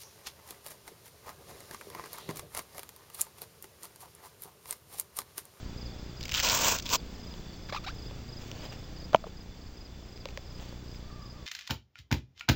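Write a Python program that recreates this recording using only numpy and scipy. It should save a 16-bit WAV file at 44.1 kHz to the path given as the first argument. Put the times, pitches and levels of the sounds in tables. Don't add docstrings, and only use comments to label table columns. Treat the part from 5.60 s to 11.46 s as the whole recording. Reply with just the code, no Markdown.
import sys
import numpy as np
from scipy import signal
from scipy.fft import rfft, irfft
from scipy.io import wavfile
from scipy.ndimage import uniform_filter1d

SR = 44100
rng = np.random.default_rng(int(sys.argv[2]) if len(sys.argv) > 2 else 0)


def invert_db(x):
    u = np.asarray(x, float) / 20
    return 10 ** u


def to_wav(s):
    ch = np.atleast_2d(s).T
    pcm = np.round(np.clip(ch, -1, 1) * 32767)
    wavfile.write(sys.argv[1], SR, pcm.astype(np.int16))


N = 258426
T = np.arange(N) / SR
HZ = np.arange(N // 2 + 1) * SR / N


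def level(x, db):
    return x * invert_db(db) / np.sqrt(np.mean(x ** 2))


def band(x, hz, width_hz):
    return signal.lfilter(*signal.iirpeak(min(hz, .45 * SR), hz / width_hz, fs=SR), x)


def highpass(x, order, hz):
    return signal.sosfilt(signal.butter(order, hz, "high", fs=SR, output="sos"), x)


def shape(points):
    hz, db = np.transpose(points)
    return invert_db(np.interp(np.log(HZ + 1), np.log(hz), db))


def track(rows, fade_s):
    s, *columns = np.transpose(rows)
    gate = np.clip(np.minimum(T - s[0], s[-1] - T) / fade_s + .5, 0, 1)
    return (gate, *(np.interp(T, s, c) for c in columns))


def walk(rate):
    k = int(SR / rate)
    steps = np.repeat(rng.standard_normal(N // k + 1), k)
    return 1.184 * uniform_filter1d(uniform_filter1d(steps, k), k)[:N]


def clicks(per_s, spread_db):
    size = invert_db(np.minimum(spread_db * rng.exponential(size=N), 13)) * rng.choice([-1, 1], N)
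    return size * (rng.random(N) < per_s / SR)


def ring(t, hz, t60, rise_s):
    return -np.sin(2 * np.pi * hz * t) * invert_db(-60 * t / t60) * (1 - np.exp(-t / rise_s))


def add(out, s, x):
    i = int(s * SR)
    out[i:i + len(x)] += x[:N - i]


# t/s, pull level/dB, tautness/1 (0 slack, 1 taut)
PEEL = [
    [(0.6, -55.5, 0), (0.734, -52.5, 0.3), (0.741, -31, 0.1), (0.77, -31.5, 0.2), (0.806, -33.5, 0),
     (0.822, -41, 0)],
    [(0.822, -39, 0.3), (0.832, -27, .55), (0.9, -25.5, .65), (0.95, -27, 1), (1.0, -29.5, 0.98),
     (1.1, -25, 0.96), (1.155, -32.5, 1), (1.17, -38.5, 0.7), (1.205, -45, 0.7)],
    [(1.22, -48, 0.7), (1.247, -54, .5), (1.262, -33.5, .2), (1.274, -45, 0.3), (1.31, -34, 0.7),
     (1.34, -27.5, 1), (1.358, -26.5, .9), (1.372, -53, 0.93)],
]


def straps():
    tugs = [clicks(1500, spread_db=4.0) for _ in HOOKS]
    all_tugs = sum(tugs)
    s, _, taut = np.concatenate(PEEL).T
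    hooks = hook_modes(tugs, np.interp(T, s, taut))
    treble = highpass(hooks, 2, 5600)
    hollow = shoe_cavity(all_tugs)
    flap = level(band(band(all_tugs, 1380, 280), 1270, 700), 0)
    jerk = invert_db(1.4 * walk(150))
    out = np.zeros(N)
    for rows, free_db in zip(PEEL, (2, 1.5, -9.5)):
        gate, db, taut = track(rows, 0.0044)
        bright = invert_db(-7.5 + 11 * taut)
        drum = invert_db(-12.5 + 8 * taut)
        slack = invert_db(-9 - 6 * taut)
        mix = hooks + (bright - 1) * treble + drum * hollow + slack * invert_db(free_db) * flap
        out += gate * jerk * invert_db(db - 1.5) * mix
    return out + tears()


# f/Hz, level/dB
HOOKS = [(2500, 1.5), (3200, -1), (4000, -9.5), (5000, -2.5), (5800, -5.5), (6600, -6.5), (7300, -3),
         (8200, -18.5)]


def hook_modes(tugs, taut):
    sing_hz = 2700 * (7000 / 2700) ** taut
    hooks = np.zeros(N)
    for x, (hz, db) in zip(tugs, HOOKS):
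        lift_db = 4 * np.exp(-(np.log2(hz / sing_hz) / 0.27) ** 2)
        patchy_db = 1.4 * walk(13.94)
        hooks += invert_db(db + patchy_db + lift_db) * band(x, hz, 0.23 * hz)
    return highpass(level(hooks, 0), 5, 2150)


# f/Hz, width f/Hz, level/dB
HOLLOW = [(250, 450, -10), (522, 197, -6.5), (665, 134, -8), (960, 150, 0.5), (1068, 155, -4.5)]


def shoe_cavity(tugs):
    modes = [invert_db(db) * band(band(tugs, hz, w), hz, 3 * w) for hz, w, db in HOLLOW]
    return level(sum(modes), 0)


# t/s, peak level/dB, colour f/Hz
TEARS = [(0.609, -22.5, 3200), (0.628, -19, 4200), (0.636, -18, 4130), (0.654, -16.5, 2570),
         (0.681, -18, 2410), (0.6924, -15, 2830), (0.6996, -20.5, 2760), (0.7138, -16.5, 4420),
         (0.7188, -10.5, 2760), (0.7224, -18.5, 2870), (0.7327, -18, 2750), (0.7408, -10.5, 4500),
         (0.7471, -8.5, 2880), (0.7555, -18, 2390), (0.7732, -12, 2700), (0.7936, -8.5, 2370),
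         (0.7995, -4, 2990), (0.833, -10.5, 5140), (0.8884, -11.5, 4580), (0.897, -3.5, 5050),
         (1.1627, -36.5, 2870), (1.186, -14.5, 4800), (1.1972, -16.5, 3020), (1.2235, -22, 6180),
         (1.2562, -19, 3250), (1.263, -16.5, 3300), (1.2662, -24.5, 3570), (1.291, -11, 3250),
         (1.301, -13, 5340), (1.3273, -11, 6620)]


def tears():
    out, t = np.zeros(N), T[:500]
    for s, db, hz in TEARS:
        noise = rng.standard_normal(500)
        burst = noise * np.abs(noise) * t * np.exp(-t / 0.0011)
        burst = band(burst, hz, .4 * hz) + .45 * band(burst, 4800, 4500)
        add(out, s, invert_db(db - 8.5) * burst / np.abs(burst).max())
    return out


# delay t/s, f/Hz, level/dB, decay t60/s
SLAP = [
    (0, 2350, -11, .006),
    (.0001, 3050, -10, .007),
    (.0008, 6100, -19, .0035),
    (.0006, 4300, -22, .003),
    (.0007, 960, -3.5, .014),
    (0, 625, -4.5, .019),
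    (.0003, 1350, -10, .008),
    (0, 655, -24, .05),
    (.0007, 200, -20, .03),
]


def slap():
    out, t = np.zeros(N), T[:2600]
    for delay_s, hz, db, t60 in SLAP:
        add(out, 3.5462 + delay_s, invert_db(1 + db) * ring(t, hz, t60, rise_s=.0008))
    return out


# t/s, crack peak level/dB, crack f/Hz, body f/Hz, body level/dB
TAPS = [(1.7398, -36, 3480, 527, -51), (2.5103, -39, 2350, 570, -49.5), (2.9154, -26, 2850, 530, -50),
        (3.56, -25.5, 2490, 664, -51), (3.6406, -45, 2590, 647, -41.5), (3.668, -47, 2770, 457, -42.5),
        (4.576, -36.5, 2440, 544, -64), (4.656, -23.5, 2600, 543, -39.5), (4.6733, -42, 2990, 511, -66),
        (4.6877, -33, 2690, 540, -52), (4.707, -39.5, 3720, 447, -61), (4.7124, -48, 3420, 468, -60),
        (4.7745, -24, 2180, 570, -42.5), (4.998, -36.5, 3020, 497, -59), (5.125, -46, 3410, 530, -49),
        (5.3463, -40, 2330, 791, -69), (5.3574, -48, 3460, 487, -65), (2.089, -34.5, 2500, 890, -57),
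        (2.273, -57, 3500, 940, -46), (3.5318, -30, 2300, 610, -36), (3.537, -50.5, 3000, 780, -38)]


def taps():
    out, t = np.zeros(N), T[:2600]
    for s, crack_db, crack_hz, hz, body_db in TAPS:
        noise = rng.standard_normal(2600)
        crack = (noise + 6 * (t == 0)) * np.exp(-t / 0.0008)
        crack = band(crack, crack_hz, 820) + 0.28 * band(crack, 4200, 2500)
        crack = band(crack, 3200, 3500)
        knock = ring(t, hz, 0.025, 0.0019) + 0.6 * ring(t, 1.84 * hz, 0.011, 0.00026)
        add(out, s, invert_db(crack_db - 1.5) * crack / np.abs(crack).max() + invert_db(body_db + 14) * knock)
    return out


# t/s, slip rate f/Hz, level/dB
SQUEAKS = [
    [(2.093, 1756, -44.5), (2.099, 1156, -36.5), (2.106, 1067, -51)],
    [(2.125, 576, -29.5), (2.13, 561, -41.5), (2.144, 1410, -43)],
    [(2.146, 1270, -31), (2.15, 832, -32), (2.158, 835, -44.5), (2.163, 1043, -33.5), (2.169, 1374, -36.5),
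     (2.176, 1192, -37), (2.186, 1176, -50)],
    [(2.238, 955, -52), (2.248, 1360, -40.5), (2.257, 1440, -56)],
    [(2.264, 741, -43), (2.277, 761, -39.5), (2.282, 1010, -39), (2.293, 1334, -40.5), (2.312, 1660, -49.5)],
]
# f/Hz, level/dB
RUBBER = [(1500, -3.5), (2500, -3), (3400, -10.5), (4400, -5), (5500, -13.5), (7000, -37)]


def squeaks():
    out = np.zeros(N)
    hiss = level(band(band(rng.standard_normal(N), 2300, 3100), 3200, 5000), 0)
    colour_hz, colour_db = np.transpose(RUBBER)
    wobble = 1 + 0.025 * walk(500)
    shudder = walk(250)
    flicker = {k: invert_db(4 * walk(170)) for k in range(2, 8)}
    for rows in SQUEAKS:
        gate, hz, db = track(rows, 0.00239)
        on = gate > 0
        phase = 2 * np.pi * np.cumsum(hz[on] * wobble[on]) / SR
        overtones = 0
        for k in range(2, 8):
            colour = invert_db(np.interp(k * hz[on], colour_hz, colour_db))
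            overtones = overtones + np.cos(k * phase + 0.27 * k ** 2) * colour * flicker[k][on]
        grit = hiss[on] * (1 + np.cos(phase))
        louder = db[on] + 40
        slip = invert_db(db[on] + 3.1 * shudder[on]) * np.cos(phase)
        slip += invert_db(-42 + 0.5 * louder) * overtones
        slip += invert_db(-50 + 0.74 * louder) * grit
        out[on] += gate[on] * slip
    return out


# loudest t/s, length t/s, level/dB, weight on the sole level/dB
RUBS = [(1.752, 0.72, -70.5, -3), (2.484, 0.23, -76, 7), (2.84, 0.09, -63, -1.5), (2.95, 0.13, -66.5, 1.5),
        (3.043, 0.075, -64.5, 8), (3.135, 0.056, -64, 5.5), (3.208, .4, -73, 3), (3.674, 0.014, -67.5, 9),
        (3.725, 0.05, -83, 12), (3.543, .016, -59, 12.5), (4.72, .1, -80, 0), (5.004, 0.063, -63, 1),
        (5.076, 0.12, -67.5, 4.5), (5.343, 0.056, -63, -19.5)]


def scuff():
    grains = clicks(4000, spread_db=4.0)
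    high = level(band(grains, 6500, 3500), 0)
    mid = level(band(grains, 2940, 1300), 0)
    low = level(band(clicks(1500, spread_db=1.5), 540, 430), 0)
    sole = mid + invert_db(3) * low
    fidgeting = (T > 1.4) & (T < 5.45)
    out = invert_db(-74) * fidgeting * (high + sole)
    for s, length_s, db, weight_db in RUBS:
        swell = np.exp(-(2 * (T - s) / length_s) ** 2)
        out += invert_db(db) * swell * (high + invert_db(weight_db) * sole)
    return out * invert_db(2 * walk(60))


# t/s, peak level/dB, length t/s
NEAR = [(0.1775, -38, .09), (0.5721, -39, .09), (0.94, -40, .09), (1.299, -42, .09), (1.6338, -40, .09),
        (2.0543, -41, .09), (2.3862, -39.5, .09), (2.691, -38.5, .09), (3.0178, -39, .09),
        (3.3645, -40, .09), (3.7719, -43, .05), (4.1725, -42.5, .09), (4.525, -43, .09), (4.871, -44, .09),
        (4.978, -42, .02), (5.2802, -44, .09), (5.622, -41.5, .09)]
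HIGH = [(0.294, -47, .1), (1.508, -46.5, .1), (1.93, -48, .1), (2.315, -45, .05), (2.77, -46, .05),
        (3.148, -46.5, .1), (3.565, -55.5, .1), (3.9734, -50, .1), (4.3925, -49, .1), (4.808, -49, .1),
        (5.256, -52, .1), (5.68, -52, .1)]
LOW = [(0.222, -44, .05), (0.312, -42, .02), (1.345, -45, .05), (1.89, -44.5, .05), (2.405, -46, .05),
       (2.955, -43.5, .05), (3.378, -44, .05), (3.97, -50, .1), (4.57, -49, .05), (5.043, -47, .05),
       (5.472, -48, .05)]
FAR = [(0.046, -49, .09), (0.43, -54, .05), (0.498, -44, .02), (2.59, -54, .09), (3.72, -61, .02),
       (4.1, -53, .05), (4.35, -56, .02), (5.148, -57, .09), (5.77, -57, .05)]


def crickets():
    out = np.zeros(N)
    stroke_s = np.linspace(.018, .025, num=3)
    u = np.clip(T[:1500] / stroke_s[:, None], 0, 1)
    arch = np.sin(np.pi * u ** 0.56) ** 0.65
    for chirps, hz, gap_s in ((NEAR, 4960, .0365), (HIGH, 5110, .043), (LOW, 4570, .043), (FAR, 4760, .041)):
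        phase = 2 * np.pi * np.cumsum(hz * (1.006 + 0.041 * u - .12 * u ** 2), axis=1) / SR
        pulses = arch * np.sin(phase)
        lates = (0, gap_s, gap_s * (1 + 1.15))
        for s, db, chirp_s in chirps:
            for late_s, swell_db, pulse in zip(lates, (-2, 0, 0), pulses):
                if late_s < chirp_s:
                    add(out, s + late_s - .003, invert_db(db + swell_db - 8) * pulse)
    return out


# t/s, second harmonic f/Hz, level/dB
CAW = [
    (5.43, 1200, -67),
    (5.52, 1170, -58),
    (5.6, 1170, -58),
    (5.69, 1140, -59.5),
    (5.725, 1150, -70),
    (5.77, 1200, -59.5),
    (5.86, 1104, -67),
]


def crow():
    gate, hz, db = track(CAW, 0.031)
    phase = np.pi * np.cumsum(hz * (1 + .035 * walk(230))) / SR
    voice = invert_db(-10) * np.sin(phase) + np.sin(2 * phase)
    voice += invert_db(-12 + 3.6 * walk(14)) * np.sin(3 * phase)
    return gate * invert_db(db + 2) * invert_db(2.5 * walk(70)) * voice


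def chorus():
    throng = band(band(rng.standard_normal(N), 4770, 660), 4820, 700) * invert_db(walk(25))
    beat = np.clip(np.cos(2 * np.pi * 50 * T - .9) + 0.11, 0, 1) + 0.38
    trill_hz = 3480
    tone = np.sin(2 * np.pi * trill_hz * T + 2.5 * walk(12))
    tone += 14 * band(rng.standard_normal(N), trill_hz, 60)
    trill = beat * invert_db(1.2 * walk(5)) * tone
    return level(throng, -64.5) + level(trill, -66.5)


# f/Hz, first pulse t/s
CLOCKS = [
    (30.013, .03),
    (59.828, .01255),
]
# level/dB, scatter level/dB, width t/s
BUZZ = [
    (-33.5, 2, 0.00073),
    (-38.5, 2, 0.00073),
]


def buzz():
    out, t = np.zeros(N), T[:900] - .004
    for (hz, first_s), (db, scatter_db, width_s) in zip(CLOCKS, BUZZ):
        side_s = np.where(t < 0, width_s, 1.77 * width_s)
        dip = -np.exp(-np.sqrt(t ** 2 + 0.00012 ** 2) / side_s)
        ticks = first_s + np.arange(int(T[-1] * hz)) / hz
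        for s, (size, shift) in zip(ticks, rng.standard_normal((len(ticks), 2))):
            add(out, s - .004 + 0.00022 * shift, invert_db(db + scatter_db * size) * dip)
    return highpass(out, 1, 18)


# f/Hz, level/dB per Hz
AIR = [(20, -68.5), (60, -67.5), (150, -77.5), (350, -82.5), (700, -89), (1500, -94), (3000, -96),
       (5500, -99), (9000, -101)]


def air():
    noise = irfft(rfft(rng.standard_normal(N)) * shape(AIR), N) * np.sqrt(SR / 2)
    return noise * invert_db(0.28 * walk(3.1))


# t/s, level/dB
GAIN = [
    (0, 1.5),
    (.74, 1),
    (1.4, 1),
    (3.54, 1),
    (3.58, -2),
    (4.3, -2.5),
    (5, -0.5),
    (5.86, -2),
]


def scene():
    near = straps() + slap() + taps() + squeaks() + scuff()
    tail = rng.standard_normal(3000) * invert_db(-60 * T[:3000] / 0.055 - 43.5)
    ground = signal.fftconvolve(near, tail)[:N]
    background = (chorus() + buzz() + air()) * invert_db(np.interp(T, *np.transpose(GAIN)))
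    return (near + ground + crickets() + crow() + background)[None]


# f/Hz, level/dB
MIC = [(20, 1.5), (6000, 1), (7400, 0), (8000, -8), (8600, -15), (9000, -29)]


def half_rate_sampling(x):
    notch = 1 - 0.44 * np.exp(-((HZ - 6900) / 60) ** 2)
    direct = irfft(rfft(x) * shape(MIC) * notch * (HZ < 9050), N)
    flipped = direct * (-1) ** np.arange(N)
    image = irfft(rfft(flipped) * (HZ < 15900), N)
    return direct + invert_db(-5.0) * image


def low_pass(x):
    return signal.sosfilt(signal.butter(12, 16990, fs=SR, output="sos"), x)


def record(dry):
    mix = half_rate_sampling(dry[0])[None]
    return low_pass(mix)


dry = scene()
out = record(dry)
to_wav(out)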